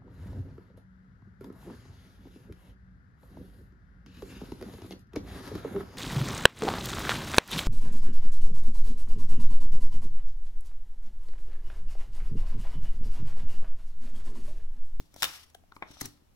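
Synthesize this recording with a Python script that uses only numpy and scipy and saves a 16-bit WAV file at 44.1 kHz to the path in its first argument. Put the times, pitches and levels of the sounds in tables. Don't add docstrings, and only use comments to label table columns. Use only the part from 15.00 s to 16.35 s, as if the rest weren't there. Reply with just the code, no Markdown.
import sys
import numpy as np
from scipy import signal
from scipy.fft import rfft, irfft, next_fast_len
from scipy.io import wavfile
from scipy.ndimage import uniform_filter1d

SR = 44100
rng = np.random.default_rng(int(sys.argv[2]) if len(sys.argv) > 2 else 0)


def materialize(psi):
    bounded = np.clip(np.atleast_2d(psi).T, -1, 1)
    quanta = np.round(bounded * 32767).astype(np.int16)
    wavfile.write(sys.argv[1], SR, quanta)


def voltage_ratio(level):
    return 10 ** (np.asarray(level, float) / 20)


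N = 59535
TIME_S = np.arange(N) / SR
LEFT_UP = np.array([[1], [-1]])


def unit(x):
    return x / np.sqrt(np.mean(x ** 2))


def low(x, hz):
    return signal.sosfilt(signal.butter(2, hz, fs=SR, output="sos"), x)


def colour(x, points):
    hz, db = np.array(points, float).T
    size = 4096
    f = np.maximum(np.arange(size // 2 + 1) * SR / size, 1)
    cepstrum = irfft(np.log(voltage_ratio(np.interp(np.log(f), np.log(hz), db))))
    fold = np.r_[1, 2 * np.ones(size // 2 - 1), 1, np.zeros(size // 2 - 1)]
    kernel = irfft(np.exp(rfft(cepstrum * fold)))
    kernel = kernel / np.sqrt(np.sum(kernel ** 2))
    return signal.fftconvolve(x, kernel[None], axes=1)[:, :N]


def walk(rate_hz):
    k = int(SR / rate_hz)
    steps = np.repeat(rng.standard_normal(N // k + 1), k)
    return unit(uniform_filter1d(steps, k)[:N])


def follow(curve):
    s, db = np.array(curve).T
    return np.interp(TIME_S, s, db, left=-120, right=-120)


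def grit(points, grain_db, gain):
    shared_treble, shared_hz = 0.2875, 1530
    clicks = rng.standard_normal((2, N))
    sizes = voltage_ratio(grain_db * rng.exponential(size=N))
    left, right = unit(clicks * sizes) * gain
    right = shared_treble * left + np.sqrt(1 - shared_treble ** 2) * right
    split = signal.butter(2, shared_hz, fs=SR, output="sos")
    right = right + signal.sosfiltfilt(split, left - right)
    return colour(np.array([left, right]), points)


def bursts(rows, points, grain_db):
    power = sum(voltage_ratio(2 * db) * np.exp(-((TIME_S - s) / (ms / 1000)) ** 2) for s, db, ms in rows)
    return grit(points, grain_db, np.sqrt(power))


def slide(curve, points):
    grain_db, flicker_db, patchy_db, split_hz = 1.5, 1.5, 1.5, 3300
    hiss = grit(points, grain_db, voltage_ratio(follow(curve) + flicker_db * walk(59.977)))
    dull = low(hiss, split_hz)
    return dull * voltage_ratio(patchy_db * walk(110)) + (hiss - dull) * voltage_ratio(patchy_db * walk(140))


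# frequency in Hz, level in dB per Hz.
FLOOR = [(25, 0.5), (220, -11.5), (433, -18.5), (706, -19.5), (2040, -28.5), (6000, -34), (11600, -36.5),
         (15800, -36.5)]
# time in seconds, level in dB.
HUM = [(0, -14.5), (.22, 4), (.30, 5.5), (.62, 3), (.70, -3.5), (1.35, 1)]


def floor():
    background = colour(rng.standard_normal((2, N)), FLOOR)
    rumble = low(background, 360)
    shared_rumble = .9 * rumble + .3 * rumble[::-1]
    background = background - rumble + shared_rumble * voltage_ratio(2.0 * walk(12))
    hum_level = voltage_ratio(-70 + follow(HUM) + 2 * walk(16))
    hum_hz = 78 + 2.5 * walk(2.7)
    hum = hum_level * np.sin(2 * np.pi * np.cumsum(hum_hz) / SR)
    whine = voltage_ratio(-90) * np.sin(2 * np.pi * 11300 * TIME_S)
    return background * voltage_ratio(-63.5) + hum + whine


def room(x):
    t = np.arange(SR // 2) / SR
    gap_s, split_hz = 0.0027, 1223
    echo = rng.standard_normal((2, len(t))) * (t > gap_s)
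    bass = low(echo, split_hz)

    def fade(noise, t60_s):
        return unit(noise * voltage_ratio(-60 * t / t60_s)) / np.sqrt(len(t))

    tail = voltage_ratio(-18) * fade(bass, 0.31) + voltage_ratio(-10) * fade(echo - bass, 0.23)
    return signal.fftconvolve(x[:1], tail, axes=1)[:, :N]


# frequency in Hz, level in dB.
LEFT = [(150, -0.5), (600, 11), (1200, 3), (2200, 4.5), (5500, 2), (10000, 5), (15000, 2)]


def ports(x):
    lag_s, lag_from_hz, lag_full_hz = 0.00017775, 820, 1900
    size = next_fast_len(N + 512)
    f = np.maximum(np.arange(size // 2 + 1) * SR / size, 1)
    hz, db = np.array(LEFT).T
    half = voltage_ratio(np.interp(np.log(f), np.log(hz), db) / 2)
    lag = lag_s * np.clip(np.log(f / lag_from_hz) / np.log(lag_full_hz / lag_from_hz), 0, 1)
    return irfft(rfft(x, size) * [half, np.exp(-2j * np.pi * f * lag) / half], size)[:, :N]


# start in seconds, level in dB, contact in ms.
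THUDS = [(.001, -44.5, 1.93), (0.015, -49.5, 4.63), (0.143, -46, 0.884), (.163, -52.5, 3.75),
         (0.186, -54, 2.93), (0.2234, -43.5, 2.21), (.229, -37.5, 2.9), (0.242, -45, 2.85),
         (0.764, -48.5, 2.38), (.823, -43.5, 2.44), (0.905, -44.5, 2.74), (1.017, -31.5, 2),
         (1.036, -49.5, 2.86), (1.024, -49, 2), (1.044, -41.5, 2.03), (1.052, -41, 2.34),
         (1.0599, -39.5, 2.805), (1.222, -55.5, 2.775)]
# frequency in Hz, level in dB, 60 dB decay in seconds.
TABLE = [(40.04, 2, .25), (62.2, -2, 0.36), (112.42, -1, 0.22), (160.6, -4.5, 0.308), (249.5, -12.5, 0.47),
         (293.75, 4, 0.38), (324, 9, 0.1175), (393.8, 8.5, 0.14)]


def thuds():
    push = sum(-voltage_ratio(db) * np.sin(np.pi * np.clip((TIME_S - s) / (ms / 1000), 0, 1)) for s, db, ms in THUDS)
    skew = 0.72 * LEFT_UP
    ring = sum(voltage_ratio(db - 60 * TIME_S / t60) * np.sin(2 * np.pi * hz * TIME_S + skew * hz / 300)
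               for hz, db, t60 in TABLE)
    direct = (push - low(push, 77.0)) * voltage_ratio(0.3 * LEFT_UP)
    return direct + voltage_ratio(-51.5) * signal.fftconvolve(push[None], ring, axes=1)[:, :N]


# time in seconds, level in dB.
SLIDE_LIFT = [(0, -62.5), (.05, -74.5), (.10, -77.5), (.160, -67.5), (.165, -57.5), (.222, -52), (.24, -66),
              (.26, -95)]
# frequency in Hz, level in dB per Hz.
LIFT_COLOUR = [(180, -32), (300, -1.5), (413, -13), (1770, -7.5), (2980, -8), (3410, 1), (11800, -10.5),
               (15400, -7), (16500, -33)]


def lift():
    return slide(SLIDE_LIFT, LIFT_COLOUR)


# time in seconds, level in dB.
SLIDE_FLIP = [(.22, -63), (.25, -44), (.34, -49), (.388, -52), (.395, -54), (.44, -58), (.455, -70),
              (.51, -69), (.53, -92)]
# frequency in Hz, level in dB per Hz.
FLIP_COLOUR = [(180, -43), (300, -24.5), (717, -14), (1210, -6.5), (4690, -6.5), (5640, -8.5), (6560, -13),
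               (15200, -15.5), (16500, -42)]


def flip():
    return slide(SLIDE_FLIP, FLIP_COLOUR)


# time in seconds, level in dB.
SLIDE_SKIM = [(.80, -95), (.85, -75), (.90, -61), (.915, -51.5), (.93, -62.5), (.985, -63), (1.005, -55),
              (1.012, -60), (1.02, -84)]
# frequency in Hz, level in dB per Hz.
SKIM_COLOUR = [(400, -15.5), (1200, -9), (2800, -11.5), (4000, -5), (4800, -12.5), (5700, -4.5),
               (6600, -15.5), (15500, -24)]


def skim():
    return slide(SLIDE_SKIM, SKIM_COLOUR)


# time in seconds, level in dB.
SLIDE_SQUARE = [(1.012, -83.5), (1.02, -49), (1.035, -51), (1.05, -48), (1.065, -56), (1.08, -65),
                (1.11, -65), (1.16, -72.5), (1.26, -88.5)]
# frequency in Hz, level in dB per Hz.
SQUARE_COLOUR = [(400, -16.5), (1200, -6.5), (2800, -12.5), (4200, -3), (5700, -11.5), (7000, -14.5),
                 (10000, -18), (15500, -32)]


def square_up():
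    return slide(SLIDE_SQUARE, SQUARE_COLOUR)


# centre in seconds, level in dB,
# burst width in ms.
SCUFFS = [(.1425, -51.5, 1.43), (.163, -44, 0.64), (.271, -48.5, 2.9), (.5015, -57, 0.62),
          (.537, -70.5, 0.74), (.547, -52.5, 0.88), (.550, -51.5, 2.29), (.761, -65, 11.5),
          (.825, -63.5, 1.98), (.914, -58.5, 3.16), (1.005, -46, 2.46), (1.0115, -34, 2.11),
          (1.0152, -31.5, 1.93), (1.0575, -35.5, 2.16), (1.061, -44.5, 2.1), (.435, -66.5, 3.8)]
# frequency in Hz, level in dB per Hz.
SCUFF_COLOUR = [(900, -28), (2000, -13.5), (3000, -26.5), (4300, -19), (5900, -15), (7500, -14.5),
                (10000, -16.5), (15500, -18)]


def scuffs():
    return bursts(SCUFFS, SCUFF_COLOUR, 2.5)


# centre in seconds, level in dB, burst width in ms.
KNOCKS = [(.1425, -61, 2.76), (.15, -67, 13.9), (.163, -54.5, 2.6), (.550, -51.5, 0.71), (.638, -66, 0.68),
          (.7215, -53.5, 1.81), (.7655, -42.5, 0.744), (.8242, -36, 0.53), (.8275, -40, 2.6),
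          (.834, -43, 2.11), (.86, -58, 29.5), (.970, -52, 1.08), (1.013, -48.5, 2.13)]
# frequency in Hz, level in dB per Hz.
KNOCK_COLOUR = [(88, -41.5), (150, -10), (1170, -5.5), (2250, -9), (2760, -28), (3220, -14.5), (3510, -18),
                (3890, -25.5), (9000, -64.5), (11700, -84.5), (19800, -120)]


def knocks():
    return bursts(KNOCKS, KNOCK_COLOUR, 0.92)


# centre in seconds, level in dB, pitch in Hz, length in cycles.
POPS = [(.1630, -41.5, 691, 0.77), (0.2238, -25, 5300, 2.35), (.2237, -32.5, 874, 1.07),
        (0.2304, -18, 1659, 1.145), (.2425, -28, 3476, 10.2), (0.5477, -50, 4000, 2.83),
        (.549, -42.5, 3283, 2.94), (0.5499, -55, 6037, 3.1), (.552, -55.5, 456.5, 1.5),
        (0.5504, -47.5, 1609, 3.77), (.5520, -46.5, 726.2, 2.21), (.640, -59.5, 717, 2),
        (.722, -49, 3937, 1.98), (0.723, -42.5, 1387, 2.15), (.7655, -50.5, 4040, 3.35),
        (0.7651, -55.5, 5120, 3.3), (.7665, -44.5, 2230, 2.4), (.722, -61.5, 5536, 2.12),
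        (.7275, -56.5, 863, 2.04), (0.7684, -41.5, 1069, 2.15), (.8237, -34.5, 395, 0.46),
        (0.824, -32, 982, 1.175), (.8245, -56, 5095, 2.85), (.826, -49, 3550, 2.77),
        (.8251, -28, 2265, 2.3), (0.8265, -32, 1645, 2.4), (0.8287, -32.5, 1232, 1.34),
        (1.012, -33, 1900, 1.8), (1.015, -39.5, 1367, 1.83), (1.0175, -38.5, 895, 1.076),
        (1.0114, -33.5, 4070, 4.1), (1.0118, -29, 9460, 6.6), (0.2294, -21.5, 5610, 2.02),
        (0.224, -21.5, 7520, 5.4), (.258, -27.5, 3600, 10), (1.0135, -38, 2170, 4.07),
        (1.015, -29.5, 6120, 5.2), (1.0578, -38.5, 5786, 10.04)]


def pops():
    pop = sum(voltage_ratio(db) * np.exp(-((TIME_S - s) * hz / cycles) ** 2) * np.cos(2 * np.pi * hz * (TIME_S - s))
              for s, db, hz, cycles in POPS)
    return pop * np.ones((2, 1))


# centre in seconds, level in dB, burst width in ms.
SNAPS = [
    (.2233, -15.5, 0.297),
    (.2255, -31.5, 2.17),
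    (.2300, -21.5, 0.56),
    (.2310, -16, 0.525),
    (.2335, -20.5, 0.985),
    (.2425, -21.5, 1.276),
    (.247, -31.5, 6.55),
]
# frequency in Hz, level in dB per Hz.
SNAP_COLOUR = [(120, -25.5), (550, -13), (1000, -19), (1650, -9), (2600, -11.5), (3700, -8), (5500, -16.5),
               (15500, -20)]


def snaps():
    return bursts(SNAPS, SNAP_COLOUR, 2.05)


def scene():
    cracks = snaps()
    cards = scuffs() + knocks() + lift() + flip() + square_up() + skim()
    slaps = pops()
    background = floor() * voltage_ratio(1.01 * LEFT_UP)
    close = ports(cracks + slaps + cards)
    echoes = room(cracks + voltage_ratio(-1.0) * cards + voltage_ratio(-3.0) * slaps)
    return close + echoes + thuds() + background


def top_cut(x):
    return signal.sosfilt(signal.butter(12, 16980, fs=SR, output="sos"), x)


# frequency in Hz, width in Hz, level in dB.
MIC = [(2895, 493, 1.5), (5634, 170, 6), (9014, 900, 4), (8770, 745, -8.5)]


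def record(dry):
    x = dry
    for hz, width_hz, db in MIC:
        peak = signal.lfilter(*signal.iirpeak(hz, hz / width_hz, SR), x)
        x = x + (voltage_ratio(db) - 1) * peak
    top_hz = 15900
    x = signal.sosfilt(signal.ellip(10, .3, 45, top_hz, fs=SR, output="sos"), x)
    return top_cut(x)


dry = scene()
out = record(dry)
materialize(out)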